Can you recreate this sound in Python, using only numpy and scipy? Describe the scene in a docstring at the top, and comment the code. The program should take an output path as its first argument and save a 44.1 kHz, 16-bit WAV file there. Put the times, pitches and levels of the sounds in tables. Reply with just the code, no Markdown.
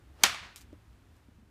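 """A narrow street at dusk, with a low, uneven rumble and a faint hiss.
A heavy rope swishes through the air; at about 0.24 s its tip snaps and its strands slap the asphalt.
The house fronts throw the crack back, and the street rings briefly.
From 0.56 s the rope's end drops again, with light ticks and gritty scrapes.
A boot knocks on the road at 0.73 s, and three softer steps follow near the end."""
import sys
import numpy as np
from scipy import signal
from scipy.fft import rfft, irfft
from scipy.io import wavfile
from scipy.ndimage import uniform_filter1d

SR = 44100
rng = np.random.default_rng(int(sys.argv[2]) if len(sys.argv) > 2 else 0)


def store_pcm(level_fs):
    """Save levels as 16-bit WAV."""
    pcm = np.round(np.clip(level_fs, -1, 1) * 32767).astype(np.int16)
    wavfile.write(sys.argv[1], SR, np.atleast_2d(pcm).T)


N = 66150
T = np.arange(N) / SR
HZ = np.fft.rfftfreq(N, 1 / SR)


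def amp(db):
    """Turns decibels into a volume factor."""
    return 10 ** (np.asarray(db) / 20)


def unit(x):
    """Scales to an average power of one."""
    return x / np.sqrt(np.mean(x ** 2) + 1e-20)


def read(points, hz):
    """Looks up a table between its rows, on a log-frequency scale."""
    f, value = np.transpose(points)
    return np.interp(np.log(hz + 1), np.log(f + 1), value)


def causal(x, gain):
    """Filters with one gain per frequency, ringing only after the sound."""
    forward_only = 1 + np.sign(N / 2 - np.arange(N)) - (np.arange(N) == 0)
    cepstrum = irfft(np.log(gain + 1e-6), N) * forward_only
    ring = irfft(np.exp(rfft(cepstrum)), N)[:N // 8]
    return signal.fftconvolve(x, ring)[:N]


def colour(x, tone, tilt=0):
    """Gives a sound a tone colour; a positive tilt [dB/octave] brightens it."""
    octaves = np.log2(np.maximum(HZ, 500) / 1000)
    return causal(x, unit(amp(read(tone, HZ) + tilt * octaves)))


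def noise(tone, tilt=0):
    """Steady noise with the given tone colour."""
    gain = amp(read(tone, HZ) + tilt * np.log2(HZ / 1000 + .1))
    return unit(irfft(rfft(rng.standard_normal(N)) * gain, N))


def envelope(start, rise, hold, fade):
    """Rises, holds, then dies away. Times are in seconds; a fade time is a fall of 60 dB."""
    age = T - start
    attack = np.clip(age / max(rise, 1 / SR), 0, 1)
    return attack * 1000 ** (-np.maximum(age - rise - hold, 0) / max(fade, 1e-4))


def wander(rate_hz):
    """A smooth random wobble, mostly slower than rate_hz."""
    smoothing = np.exp(-(HZ / rate_hz) ** 2) * (HZ > 0)
    return unit(irfft(rfft(rng.standard_normal(N)) * smoothing, N))


def burst(start, hold, fade):
    """A dense run of tiny impacts that holds and dies away."""
    x = rng.standard_normal(N // 16)
    for _ in range(10):  # even out the frequencies
        z = signal.stft(x, nperseg=192)[2]
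        x = signal.istft(z / (abs(z) + 1e-20), nperseg=192)[1]
    return np.resize(unit(x), N) * envelope(start, 0, hold, fade)


# Tone of the rumble: (frequency [Hz], level [dB])
RUMBLE_TONE = [(20, -30), (32, -15), (48, -1), (70, 0.5), (100, -3), (140, -11), (230, -15), (330, -16),
               (500, -33.5), (1500, -58.5)]
# How it comes and goes: (time [s], level [dB])
RUMBLE_SWELLS = [(0.0, -57.5), (0.15, -57.5), (0.17, -60), (0.274, -52), (0.404, -56.5), (0.426, -50.5),
                 (0.526, -67.5), (0.576, -56.5), (0.672, -58.5), (0.692, -54.5), (0.844, -64.5),
                 (0.964, -54), (0.99, -60.5), (1.16, -56), (1.186, -68.5), (1.294, -61), (1.32, -60),
                 (1.5, -60)]
# Tone of the distant hiss: (frequency [Hz], level [dB])
HISS_TONE = [(100, -5.5), (400, -1.5), (800, -2), (1400, -3.5), (2500, -8.5), (5000, -15.5), (10000, -20),
             (15000, -24), (16000, -36.5)]
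# How loud the hiss is: (time [s], level [dB])
HISS_LEVEL = [(0, -68), (.8, -68.5), (1.2, -69), (1.5, -72)]
def background():
    """An uneven low rumble under a faint hiss."""
    swells = amp(np.interp(T, *np.transpose(RUMBLE_SWELLS)) - .5)
    rumble = noise(RUMBLE_TONE) * np.hypot(amp(-65), swells)  # never quite silent
    hiss = noise(HISS_TONE) * amp(np.interp(T, *np.transpose(HISS_LEVEL)))
    return rumble + hiss


# Tone of the rope cutting the air: (frequency [Hz], level [dB])
SWISH_TONE = [(100, -14), (300, -2), (800, 0), (2000, -10), (5000, -17), (14000, -29.5)]
def swish():
    """Air noise grows as the rope speeds up and stops when it lands."""
    top_db, rise_db_per_s = -48.5, 269.5
    time_left = CRACK_STAGES[0][0] - T
    return noise(SWISH_TONE) * amp(top_db - rise_db_per_s * abs(time_left)) * (time_left > 0)


# Quick stages of the crack: (time [s], relative level [dB], hold [s], fade [s], tilt [dB/octave])
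CRACK_STAGES = [(.2350, -14.5, .0013, 0.0084, 3), (.2370, -6, .0015, .007, -.5),
                (0.24, -19, .0016, .02, -1.05)]
# Tone of the slap: (frequency [Hz], level [dB])
SLAP_TONE = [(59, -51.5), (100, -22.5), (249, -9.5), (381, -9), (524, -22.5), (784, -3.5), (1060, -8),
             (1150, -8.5), (1310, -5.5), (1610, -6), (1720, -7.5), (2320, 0), (2860, -11), (3120, 0),
             (4110, -8), (4570, -2.5), (5530, -10.5), (6150, 0), (7610, -9.5), (8280, -9.5), (9820, -10.5),
             (10500, -16.5), (11900, -14), (14400, -16), (16000, -38.5)]
def crack():
    """The tip snaps, then the strands slap down within a few milliseconds."""
    hits = sum(colour(amp(db) * burst(start, hold, fade), SLAP_TONE, tilt)
               for start, db, hold, fade, tilt in CRACK_STAGES)
    # Steer the sum back to the slap's tone.
    target = unit(amp(read(SLAP_TONE, HZ)))
    excess_power = uniform_filter1d(abs(rfft(hits) / target) ** 2, size=900)
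    slap = causal(hits, 1 / np.sqrt(abs(excess_power) + 1e-12))
    energy = np.sum(slap ** 2) / SR
    return amp(-33) * slap / np.sqrt(energy)


# Tone of the ringing street: (frequency [Hz], level [dB])
STREET_TONE = [(80, -23.5), (190, -10), (270, -13.5), (480, -13.5), (700, -5), (1200, 0.5), (2600, 0.5),
               (4200, -3), (6500, -6.5), (10000, -14.5), (14500, -21.5), (16000, -43)]
# How long it rings: (frequency [Hz], fade [s])
STREET_FADE = [(200, 0.68), (800, .6), (2200, .62), (4200, .56), (6000, .45), (9000, .40), (14000, 0.29)]
# Echoes off walls and a parked truck: (delay [s], level [dB], fade [s], tilt [dB/octave])
STREET_ECHOES = [(.006, -22, 0.095, -1.1), (0.0147, -26, 0.086, 0.68), (0.025, -29, 0.12, -0.5),
                 (0.059, -34.5, 0.034, -1), (.109, -37, 0.033, -3), (0.193, -50, 0.41, -4.5)]
def street():
    """The crack bounces back as blurred echoes and a wash of sound whose treble dies first."""
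    start = CRACK_STAGES[1][0]
    wash_delay_s, wash_rise_s, echo_rise_s = .003, .004, .0028
    hz, t, bands = signal.stft(noise(STREET_TONE), SR, nperseg=256)
    decay = 1000 ** (-np.maximum(t - start, 0) / read(STREET_FADE, hz)[:, None])
    wash = signal.istft(bands * decay, SR, nperseg=256)[1][:N]
    wash *= amp(-29.5) * np.clip((T - start - wash_delay_s) / wash_rise_s, 0, 1)
    echoes = sum(noise(STREET_TONE, tilt) * amp(db)
                 * envelope(start + delay - echo_rise_s, echo_rise_s, 0, fade)
                 for delay, db, fade, tilt in STREET_ECHOES)
    return wash + echoes


# Ticks of the rope's end and of grit: (time [s], level [dB], tilt [dB/octave])
LIGHT_TICKS = [(0.5606, -24, -0.5), (0.5615, -34.5, 3), (.6110, -36, 1), (0.6156, -36, -1),
               (0.729, -48.5, -4), (.930, -52, -3.5)]
# Tone of the ticks and scrapes: (frequency [Hz], level [dB])
GRIT_TONE = [(200, -23), (1200, -8), (3000, 0), (7000, 1.5), (10000, -3.5), (14500, -5), (16000, -23)]
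# Rope and soles scraping: (time [s], level [dB], rise [s], fade [s])
GRIT_SCRAPES = [(.562, -50, 0.0021, 0.16), (0.607, -63, 0.014, 0.062), (1.15, -74.5, 0.017, 0.14)]
def ticks_and_scrapes():
    """The rope's end ticks down with short rattles; rope and soles drag over grit."""
    ticks = np.zeros(N)
    for start, db, tilt in LIGHT_TICKS:
        click = np.sinc((T - start) * SR)
        rattle = amp(-20) * burst(start, hold=0, fade=.012)
        ticks += colour(amp(db) * (click + rattle), GRIT_TONE, tilt)
    grit = unit(rng.standard_normal(N) * amp(.5 * wander(rate_hz=1000)))
    drags = sum(amp(db) * envelope(start, rise, 0, fade) for start, db, rise, fade in GRIT_SCRAPES)
    return ticks + colour(grit * drags, GRIT_TONE)


# Boots on the road: (time [s], level [dB], pitch [Hz], fade [s])
BOOT_STEPS = [(.728, -41, 295, 0.041), (1.285, -48.5, 240, 0.056), (1.385, -51.5, 216, 0.084),
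              (1.424, -50.5, 220, .06)]
# Tone of a heel's scuff: (frequency [Hz], level [dB])
HEEL_TONE = [(100, -2), (300, 0), (700, -10), (1200, -12), (3200, -21), (5000, -38), (12000, -60)]
def boots():
    """Each step is a dull two-tone knock, a scuff and a short tail; harder steps are brighter."""
    rise_s = .0014
    steps = np.zeros(N)
    for start, db, hz, fade in BOOT_STEPS:
        force = amp(db - BOOT_STEPS[0][1]) ** 2  # compared with the first step
        phase = 2 * np.pi * hz * (T - start)
        overtone = force * amp(-7) * np.sin(2.03 * phase)
        knock = (np.sin(phase) + overtone) * envelope(start, rise_s, 0, fade)
        scuff = amp(-18) * envelope(start, 0, 0, fade=.016)
        tail = amp(-21.5) * envelope(start, rise_s, 0, fade=.35)
        steps += amp(db) * (knock + force * noise(HEEL_TONE) * (scuff + tail))
    return steps


def scene():
    """Adds all the sounds into one channel."""
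    return (crack() + swish() + street() + ticks_and_scrapes() + boots() + background())[None]


def record(dry):
    """Gently squashes the loudest peaks, then cuts the treble above 15.5 kHz."""
    treble_cut = signal.firwin(255, 15500, window=("kaiser", 9), fs=SR)
    return signal.oaconvolve(np.tanh(dry), treble_cut[None], "same")


dry = scene()
out = record(dry)
store_pcm(out)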